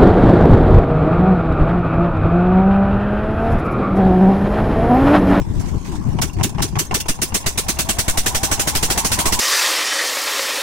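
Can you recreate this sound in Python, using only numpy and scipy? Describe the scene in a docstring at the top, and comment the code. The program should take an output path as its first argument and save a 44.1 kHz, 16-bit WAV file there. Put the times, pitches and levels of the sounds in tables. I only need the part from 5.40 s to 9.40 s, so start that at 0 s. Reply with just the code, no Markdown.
"""An old single-cylinder pump engine is hand-cranked, catches with heavy knocks and speeds up to a chug.
Each valve opening releases a hissing jet, a low bark and a pressure pulse; gas in the cylinder rings.
Knocks shake the block and ring the iron, the linkage clacks, the gears whirr and whine.
An open shelter in a field reflects the bangs and knocks. Wind buffets the microphone, mostly left."""
import sys
import numpy as np
from scipy import signal
from scipy.fft import rfft, irfft
from scipy.io import wavfile
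from scipy.ndimage import uniform_filter1d

SR = 44100
rng = np.random.default_rng(int(sys.argv[2]) if len(sys.argv) > 2 else 0)


def master(y):
    """Save y as 16-bit WAV."""
    cut = np.clip(np.atleast_2d(y).T, -1, 1)
    pcm = np.round(cut * 32767)  # scale
    wavfile.write(sys.argv[1], SR, pcm.astype(np.int16))


N = 176400
TIME_S = np.arange(N) / SR

# Exhaust bangs. Each row: start in seconds, then jet, bark and pipe note in relative dB.
BANGS = [(.815, 2, -3, 0), (1.031, 2, -4.5, 4.5), (1.219, -0.5, -6.5, 2.5), (1.387, 1, -4, 2.5),
         (1.541, 1.5, -3, 4), (1.683, -0.5, -1, 4.5), (1.816, 0, -2.5, 3.5), (1.942, 0.5, 1.5, 3.5),
         (2.061, 0.5, 0.5, 2.5), (2.175, 0, -1.5, 3.5), (2.283, -0.5, -0.5, 3), (2.387, 0.5, 0.5, 2),
         (2.488, 0, 1.5, -0.5), (2.585, 0, 3, -5), (2.680, -0.5, 4, -5), (2.772, -0.5, 3, 3),
         (2.86, 0.5, 4.5, 0), (2.946, -0.5, 2.5, -1), (3.031, 0, 2.5, 3), (3.113, -0.5, 5.5, -2),
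         (3.194, -0.5, 3.5, 1), (3.272, -0.5, 2.5, -12), (3.350, -0.5, 2, 1.5), (3.426, 0, 3.5, 5),
         (3.5, 0, 5, 5), (3.574, -1, 1.5, 0), (3.646, -1, 0, 4), (3.716, 0.5, 1.5, 0.5),
         (3.787, -0.5, 2.5, 1), (3.855, 0, 5.5, 4), (3.922, -0.5, 3, 6.5), (3.989, -2, 2, 3)]
BANG_S = np.array(BANGS)[:, 0]
PERIODS_S = np.append(np.diff(BANG_S), BANG_S[-1] - BANG_S[-2])
# Gas spits. Each row: start in seconds, level in relative dB, hold in seconds.
SPITS = [(0.929, -18, .006), (1.6, -1.5, 0.011)]
# Exhaust puffs reaching the microphone. Each row: start in seconds, level in relative dB.
PUFFS = [(1.684, 0.5), (2.06, -2), (2.59, -19), (2.682, 1.5), (2.777, 4.5), (2.865, -13), (2.95, -1),
         (3.125, -8.5), (3.359, -2), (3.434, -3), (3.66, -15), (3.868, -1), (3.93, -4.5)]
# Low thuds like wind buffets, then firing knocks.
# Each row: start in seconds, then clank and thud in relative dB.
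KNOCKS = [(0.098, -20, 1), (.172, -22, 2), (.347, -19, 2.5), (0.653, -22.5, -2), (0.686, -24, 4),
          (.753, -30, 0), (0.787, -1, -3.5), (.966, -13, 5), (0.986, -7, -7), (0.998, -5.5, -1),
          (1.010, -3.5, 1), (1.018, -31, -13), (1.148, -10, -1), (1.182, -3, -1), (1.194, -5, -1),
          (1.203, -5, -1.5), (1.328, -29, 1.5), (1.355, -2, -2.5), (1.365, -4.5, 1), (1.373, -23, -7),
          (1.495, -33, -6), (1.51, 1.5, -3), (1.521, -7, -4), (1.529, -17, -8.5), (1.658, -8, -27),
          (1.789, -11, -7), (1.921, -10, -14), (1.926, -16, -2)]
# Iron clacks. Each row: start in seconds, then body and ping in relative dB.
CLACKS = [(.7884, -6, 0), (.7945, -1, -12), (.7988, -6, -10), (1.0106, 0.5, 3), (1.0174, -1.5, -13),
          (1.1847, -12, -2), (1.1895, -7, -14), (1.2034, 2, -1), (1.3545, -17, -1.5), (1.361, -12, -14),
          (1.3735, 2.5, -13), (1.511, -8, 2), (1.5162, -13, -12), (1.5235, -5, -16), (1.5311, 3, -14)]
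# Crank rubs. Each row: start in seconds, level in dB, hold in seconds.
RUBS = [(0.139, -45, 0.043), (0.193, -35, 0.024), (0.25, -41.5, .035), (0.285, -41, 0.012),
        (0.444, -38, 0.052), (0.513, -40, 0.045), (0.55, -40, .01), (.675, -48, 0.035)]

# Exhaust metal modes. Each row: frequency in Hz, width in Hz, gain in relative dB.
EXHAUST_MODES = [(2664, 30, 3.5), (5950, 81, -5.5), (6420, 55, -13), (7800, 46, -17), (9090, 31, -20)]
# Engine iron modes. Each row: frequency in Hz, level in relative dB, T60 in seconds.
IRON_MODES = [(737, 0, 0.053), (982, -3, 0.12), (1094, -3.5, 0.08), (2510, -6.5, 0.055), (2760, 6, 0.045),
              (3500, -5, 0.043), (6000, -14, 0.039), (6400, 5, 0.058)]
# Clack modes. Each row: mean frequency in Hz, level in relative dB, swell in seconds.
CLACK_BODY_MODES = [(714, -25, .0016), (980, -18, 0.0017), (1340, -28.5, 0.00093)]
CLACK_PING_MODES = [(2140, -29.5, 0.0013), (2770, -26, 0.0014)]
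# Tones beside the tooth whine. Each row: offset in beats per engine cycle, level in relative dB.
GEAR_SIDEBANDS = [(-11.5, -16), (6.5, -10)]

# Noise spectra. Each row: frequency in Hz, density in relative dB.
JET_SPECTRUM = [(300, -7), (700, -11.5), (1300, -7.5), (2200, -5), (3200, -1), (4700, -1), (5900, 0),
                (7500, 0.5), (9500, 0), (11500, -4.5), (13500, -8.5), (16000, -8)]
BARK_SPECTRUM = [(30, 2.5), (100, 2), (250, -2), (500, -4), (1000, -6.5), (2000, -6), (4000, -15),
                 (9000, -48)]
CLANK_SPECTRUM = [(100, -26), (350, 13), (550, -6.5), (800, 10.5), (1050, 8.5), (1400, -5.5), (2100, -2.5),
                  (2800, -6.5), (3800, -15), (6000, -15.5), (10000, -23), (16000, -42)]
THUD_SPECTRUM = [(20, 1), (50, -0.5), (100, 4), (200, -5), (350, -11), (600, -37), (2000, -59)]
WHIRR_SPECTRUM = [(50, -4), (200, 6), (400, -1.5), (600, 1.5), (770, 9.5), (1080, 10.5), (1250, -6),
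                  (2100, -4.5), (2800, -7), (4000, -11.5), (6000, -7), (9000, -13.5), (16000, -31)]
RUMBLE_SPECTRUM = [(15, -1), (40, 3), (80, 4.5), (140, -11.5), (220, -6), (350, -17), (600, -25),
                   (2000, -58)]
RUB_SPECTRUM = [(700, 3), (1300, 3.5), (2300, 2.5), (3600, 0), (5200, -0.5), (6200, -1), (8000, 0),
                (10500, -7.5), (16000, -15)]
WIND_SPECTRUM = [(10, -4), (35, 0), (90, 1.5), (170, -2), (260, -8), (380, -15), (520, -27.5),
                 (1000, -31.5), (4000, -60)]
# Level curves. Each row: time in seconds, level in relative dB.
WHINE_CURVE = [(0, -55), (2.2, -52), (2.55, -40), (2.8, -42), (3.05, -33), (3.25, -36.5), (3.45, -41),
               (3.7, -41), (3.84, -34), (3.91, -38), (4, -29)]
WHIRR_CURVE = [(0, -39.5), (.75, -40), (.9, -43), (1.5, -42.5), (2.1, -41), (2.6, -38.5), (3.1, -35),
               (3.6, -28.5), (4, -27.5)]
RUMBLE_CURVE = [(0, -37), (1.2, -32.5), (1.7, -35.5), (2.4, -30.5), (3.2, -31.5), (4, -32)]
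WIND_CURVE = [(0, -17.5), (.07, -19.5), (.15, -20), (.28, -20), (.355, -16), (.40, -27.5), (.47, -20),
              (.61, -18.5), (.70, -14.5), (.77, -16.5), (.86, -27.5), (1.0, -23), (1.3, -31), (1.7, -39),
              (4, -35.5)]
# Stereo balance of noise. Each row: frequency in Hz, left minus right in dB.
BALANCE = [(100, 5), (400, -2), (2000, 1.5), (3500, -2), (4700, -1), (5600, -9.5), (6800, -6), (8000, -7.5),
           (9400, 6), (11000, 1), (13500, 5), (16000, -13.5)]
# Stereo likeness of noise. Each row: frequency in Hz, left-right correlation.
CORRELATION = [(100, 0.28), (600, 0.52), (1500, 0.085), (5000, 0.014), (16000, 0.041)]


def exhaust():
    """Each valve opening lets out a hissing jet and a low bark; slow cycles open more softly."""
    jet, bark = np.zeros((2, N))
    for (start_s, jet_db, bark_db, _), period_s in zip(BANGS, PERIODS_S):
        jet_shape = burst(attack_s=0.0033 + 0.022 * period_s, hold_s=0.035 - 0.13 * period_s,
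                          sag_db=3, t60_s=0.11)
        bark_shape = burst(attack_s=0.045 * period_s, hold_s=0.095 * period_s, sag_db=3, t60_s=0.089)
        add(jet, start_s - 0.001, amp(jet_db) * jet_shape)
        add(bark, start_s, amp(bark_db) * bark_shape)
    for start_s, db, hold_s in SPITS:
        add(jet, start_s, amp(db) * burst(attack_s=0.0066, hold_s=hold_s, sag_db=6.5, t60_s=0.047))
    hiss = jet * patchy(noise(JET_SPECTRUM), depth_db=2) * amp(-13 + 1.1 * wobble(hz=400))
    ring = sum(amp(db + 3.5) * resonate(hiss, hz, width_hz) for hz, width_hz, db in EXHAUST_MODES)
    # The valve gap hisses harder on slow cycles.
    slowness = np.interp(TIME_S, BANG_S, PERIODS_S / PERIODS_S[0])
    gap_hiss = amp(-8.5) * slowness ** 2 * resonate(hiss, hz=6100, width_hz=780)
    return hiss + gap_hiss + ring + bark * noise(BARK_SPECTRUM) * amp(-17 + wobble(hz=250))


def pipe_note():
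    """Gas in the open cylinder rings, rising in pitch as the piston sweeps up."""
    base_hz, rise_ratio, sweep_cycles = 89, 4.61, 0.259
    out, t = np.zeros(N), np.arange(SR // 8) / SR
    flutter = wobble(hz=150)
    detunes = 0.074 * rng.standard_normal(len(BANGS))
    for (start_s, _, _, db), period_s, detune in zip(BANGS, PERIODS_S, detunes):
        sweep = np.minimum(t / period_s / sweep_cycles, 2)
        glide = 1 + (rise_ratio - 1) * np.sin(np.pi / 2 * np.minimum(sweep, 1)) ** 2
        jitter = 0.15 * PERIODS_S[-1] / period_s * flutter[round(start_s * SR) // 2:][:len(t)]
        droop = min(period_s / PERIODS_S[11], 1.05) ** 0.57  # fast cycles sound lower
        hz = base_hz * glide * (1 + detune + jitter) * droop
        envelope = amp(-26 + db + 4.3 * sweep - 17.7 * sweep ** 5)
        add(out, start_s, envelope * np.sin(2 * np.pi * np.cumsum(hz) / SR))
    return out * amp(1.9 * wobble(hz=118)) * amp([[0.5], [-0.5]])


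def gas_push():
    """The opening valve sends a short pressure pulse; some puffs push slowly on the microphone."""
    pulse_s = 0.01
    phase = np.linspace(0, np.pi, round(pulse_s * SR))
    pulse = np.sin(2 * phase) * np.sin(phase)
    pulses, push = np.zeros(N), np.zeros((2, N))
    for start_s, period_s in zip(BANG_S, PERIODS_S):
        add(pulses, start_s - 0.31 * pulse_s, (PERIODS_S[-1] / period_s) ** 1.2 * pulse)
    puff = burst(attack_s=0.014, hold_s=0.024, sag_db=0.5, t60_s=0.092)
    for start_s, db in PUFFS:
        *sways, polarity = rng.uniform(-0.43, 1, 3)
        for channel, sway in zip(push, sways):
            add(channel, start_s, amp(db) * np.sign(polarity) * (1 + 0.55 * sway) * puff)
    return amp(-15.5) * (pulses + push * (1 + 0.04 * wobble(hz=60)))


def knocks():
    """Combustion shakes the block: heavily at first, later lightly before each bang.
    Low thuds, mostly on the left, sound like wind buffeting the microphone."""
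    clank, thud, push = np.zeros((3, N))
    clank_shape = burst(attack_s=0.00098, hold_s=0.0094, sag_db=9, t60_s=0.042)
    thud_shape = burst(attack_s=0.0018, hold_s=0.0069, sag_db=3, t60_s=0.1)
    light_shape = burst(attack_s=0.0013, hold_s=0.018, sag_db=3.5, t60_s=0.035)
    for start_s, clank_db, thud_db in KNOCKS:
        add(clank, start_s, amp(clank_db) * clank_shape)
        add(thud, start_s, amp(thud_db) * thud_shape)
        add(push, start_s, amp(thud_db - 16) * ping(hz=95.5 * rng.uniform(0.74, 1.1), swell_s=0.0032))
    for start_s, period_s in zip(BANG_S, PERIODS_S):
        if start_s > KNOCKS[-1][0] + PERIODS_S[-1]:
            add(clank, start_s - 0.187 * period_s, amp(-13.5) * light_shape)
    clanks = amp(-18) * clank * patchy(noise(CLANK_SPECTRUM), depth_db=1.5)
    thuds = push + amp(-16.5) * thud * noise(THUD_SPECTRUM)
    return clanks + amp([[1], [-5]]) * thuds


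def clacks():
    """Piston and loose linkage slam: a hard clack near 1 kHz with a thin ping above it."""
    out = np.zeros((2, N))
    for start_s, body_db, ping_db in CLACKS:
        for channel, tuning in zip(out, 1 + 0.047 * rng.standard_normal(2)):
            for modes, blow_db in [(CLACK_BODY_MODES, body_db), (CLACK_PING_MODES, ping_db)]:
                for hz, db, swell_s in modes:
                    add(channel, start_s, amp(blow_db + db) * ping(hz * tuning, swell_s))
    return out


def rattle():
    """The iron rings at each heavy knock, and at random as the running engine shakes loose parts."""
    hits_per_s, knock_cutoff_hz = 13, 1100
    out, t = np.zeros((2, N)), np.arange(SR // 8) / SR
    for hz, db, t60_s in IRON_MODES:
        shaken = (rng.random(N) < hits_per_s / SR) & (TIME_S > BANG_S[0])
        hits = amp(-40.5) * shaken * rng.uniform(-1.7, 1.65, (2, N))
        knock_gain = amp(-20) / np.hypot(1, (hz / knock_cutoff_hz) ** 2.2)
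        for start_s, clank_db, _ in KNOCKS:
            hits[:, round(start_s * SR)] += knock_gain * amp(clank_db) * rng.uniform(-0.8, 1, 2)
        ring = amp(db - 60 * t / t60_s) * np.sin(2 * np.pi * hz * t)
        out += signal.oaconvolve(hits, ring[None], axes=1)[:, :N]
    return out


def gears():
    """The gears rumble and whirr; a tooth whine follows the speed and swells before each bang."""
    teeth_per_cycle = 65
    cycles = np.interp(TIME_S, BANG_S, np.arange(len(BANG_S)))
    cycle_hz = uniform_filter1d(np.interp(TIME_S, BANG_S + PERIODS_S / 2, 1 / PERIODS_S), SR // 5)
    swing = 0.0255 * np.cos(2 * np.pi * cycles)
    jitter = 0.0196 * cycle_hz * PERIODS_S[-1] * wobble(hz=90.5)
    teeth = np.cumsum(teeth_per_cycle * cycle_hz * (1 + swing + jitter)) / SR
    sidebands = sum(amp(db) * np.sin(2 * np.pi * (teeth + beats * cycles))
                    for beats, db in GEAR_SIDEBANDS)
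    swell_db = 3.4 * np.cos(2 * np.pi * (cycles + 0.17))
    whine = (np.sin(2 * np.pi * teeth) + sidebands) * amp(swell_db + 1.2 * wobble(hz=50))
    whirr = patchy(noise(WHIRR_SPECTRUM), depth_db=4) * amp(1.6 * wobble(hz=106))
    rumble = noise(RUMBLE_SPECTRUM)
    return level(WHINE_CURVE) * whine + level(WHIRR_CURVE) * whirr + level(RUMBLE_CURVE) * rumble


def crank():
    """The crank hisses in short rubs as it is swung round."""
    envelope = np.zeros(N)
    for start_s, db, hold_s in RUBS:
        add(envelope, start_s, amp(db) * burst(attack_s=0.0071, hold_s=hold_s, sag_db=1.5, t60_s=0.12))
    return envelope * patchy(noise(RUB_SPECTRUM), depth_db=3.5)


def groan():
    """The slowly turning engine gives one short, falling groan."""
    start_s, start_hz, fall_s = 0.48, 403, 0.276
    out = np.zeros(N)
    envelope = burst(attack_s=0.012, hold_s=0.095, sag_db=3, t60_s=0.1)
    hz = start_hz * np.exp(-np.arange(len(envelope)) / SR / fall_s)
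    add(out, start_s, envelope * np.sin(2 * np.pi * np.cumsum(hz) / SR))
    return out * amp(-31 + 2 * wobble(hz=60))


def wind():
    """Quick gusts buffet the microphone; the noise is uncorrelated between channels."""
    buffeting = patchy(noise(WIND_SPECTRUM, shared=0), depth_db=2.5, frames=10, bins=2)
    gusts = amp(3.5 * wobble(hz=29.6))
    return level(WIND_CURVE) * buffeting * gusts * amp([[0.5], [-7.5]])


def shelter(x):
    """Adds near reflections from ground and roof, a thin tail and a soft echo from the trees."""
    taps_per_s, tail_t60_s, echo_s = 2000, 0.15, 0.058
    t = np.arange(SR // 3) / SR
    taps = rng.choice([-1., 1.], (2, len(t))) * (rng.random((2, len(t))) < taps_per_s / SR)
    near = np.zeros_like(taps)
    delays = rng.integers(SR // 2000, SR // 100, (2, 8))
    np.put_along_axis(near, delays, rng.choice([-1., 1.], (2, 8)), 1)
    tail = taps * (t > 0.008) * amp(-60 * t / tail_t60_s)
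    echo = taps * np.exp(-((t - echo_s) / 0.0029) ** 2)
    paths = [(-8.5, near), (-22, tail), (-22.5, echo)]
    response = sum(amp(db) * path / np.linalg.norm(path[0]) for db, path in paths)
    return x + signal.fftconvolve(x, response, axes=1)[:, :N]


def amp(db):
    """Decibels to gain."""
    return 10 ** (np.asarray(db) / 20)


def unit_rms(x):
    """Scales to rms 1."""
    return x / np.sqrt(np.mean(x ** 2) + 1e-20)


def at_hz(points, hz):
    """Interpolates a table over log frequency."""
    points_hz, values = np.transpose(points)
    return np.interp(np.log(hz + 1), np.log(points_hz + 1), values)


def level(curve):
    """Gain over time from a dB curve."""
    return amp(np.interp(TIME_S, *np.transpose(curve)))


def add(mix, start_s, sound):
    """Mixes a sound in place."""
    part = mix[max(round(start_s * SR), 0):][:len(sound)]
    part += sound[:len(part)]


def noise(spectrum, shared=1):
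    """Shaped stereo noise, rms 1; shared scales the left-right correlation."""
    hz = np.fft.rfftfreq(N, 1 / SR)
    left, independent = rfft(rng.standard_normal((2, N)))
    correlation = np.clip(shared * at_hz(CORRELATION, hz), -1, 1)
    right = correlation * left + np.sqrt(1 - correlation ** 2) * independent
    gain = amp(at_hz(spectrum, hz) + np.outer([0.5, -0.5], at_hz(BALANCE, hz)))
    return unit_rms(irfft(np.array([left, right]) * gain, N))


def wobble(hz):
    """Random drift, rms 1, low-passed at hz."""
    rolloff = 1 + (np.fft.rfftfreq(N, 1 / SR) / hz) ** 4
    return unit_rms(irfft(rfft(rng.standard_normal(N)) / rolloff, N))


def patchy(x, depth_db, frames=15, bins=5):
    """Varies the colour in small time-frequency patches; returns rms 1."""
    spectra = signal.stft(x, nperseg=512, noverlap=384)[2]
    field = rng.standard_normal(spectra.shape[1:])
    field = uniform_filter1d(uniform_filter1d(field, frames, axis=1), bins, axis=0)
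    spectra *= amp(depth_db * unit_rms(field))
    return unit_rms(signal.istft(spectra, nperseg=512, noverlap=384)[1][:, :N])


def resonate(x, hz, width_hz):
    """Resonance with peak gain 1."""
    carrier = np.exp(2j * np.pi * hz * TIME_S)
    pole = np.exp(-np.pi * width_hz / SR)
    return 2 * (carrier * signal.lfilter([1 - pole], [1, -pole], x / carrier + 1e-18)).real


def burst(attack_s, hold_s, sag_db, t60_s):
    """Envelope: rises, sags over the hold, dies away."""
    t = np.arange(SR // 4) / SR
    fall_db = sag_db * np.minimum(t / hold_s, 1) + 60 * np.maximum(t - hold_s, 0) / t60_s
    return np.minimum(t / attack_s, 1) * amp(-fall_db)


def ping(hz, swell_s):
    """Damped tone whose envelope peaks at swell_s."""
    t = np.arange(SR // 16) / SR
    return t / swell_s * np.exp(1 - t / swell_s) * np.sin(2 * np.pi * hz * t)


def scene():
    """The engine under its shelter, in the wind."""
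    bangs = shelter(exhaust() + knocks())
    return bangs + clacks() + crank() + groan() + pipe_note() + gas_push() + gears() + rattle() + wind()


def record(dry):
    """Soft clip, then low-pass."""
    ceiling, cutoff_hz = amp(-6.5), 15800
    lowpass = signal.firwin(511, cutoff_hz, window=("kaiser", 8), fs=SR)
    return signal.oaconvolve(ceiling * np.tanh(dry / ceiling), lowpass[None], "same", axes=1)


dry = scene()
out = record(dry)
master(out)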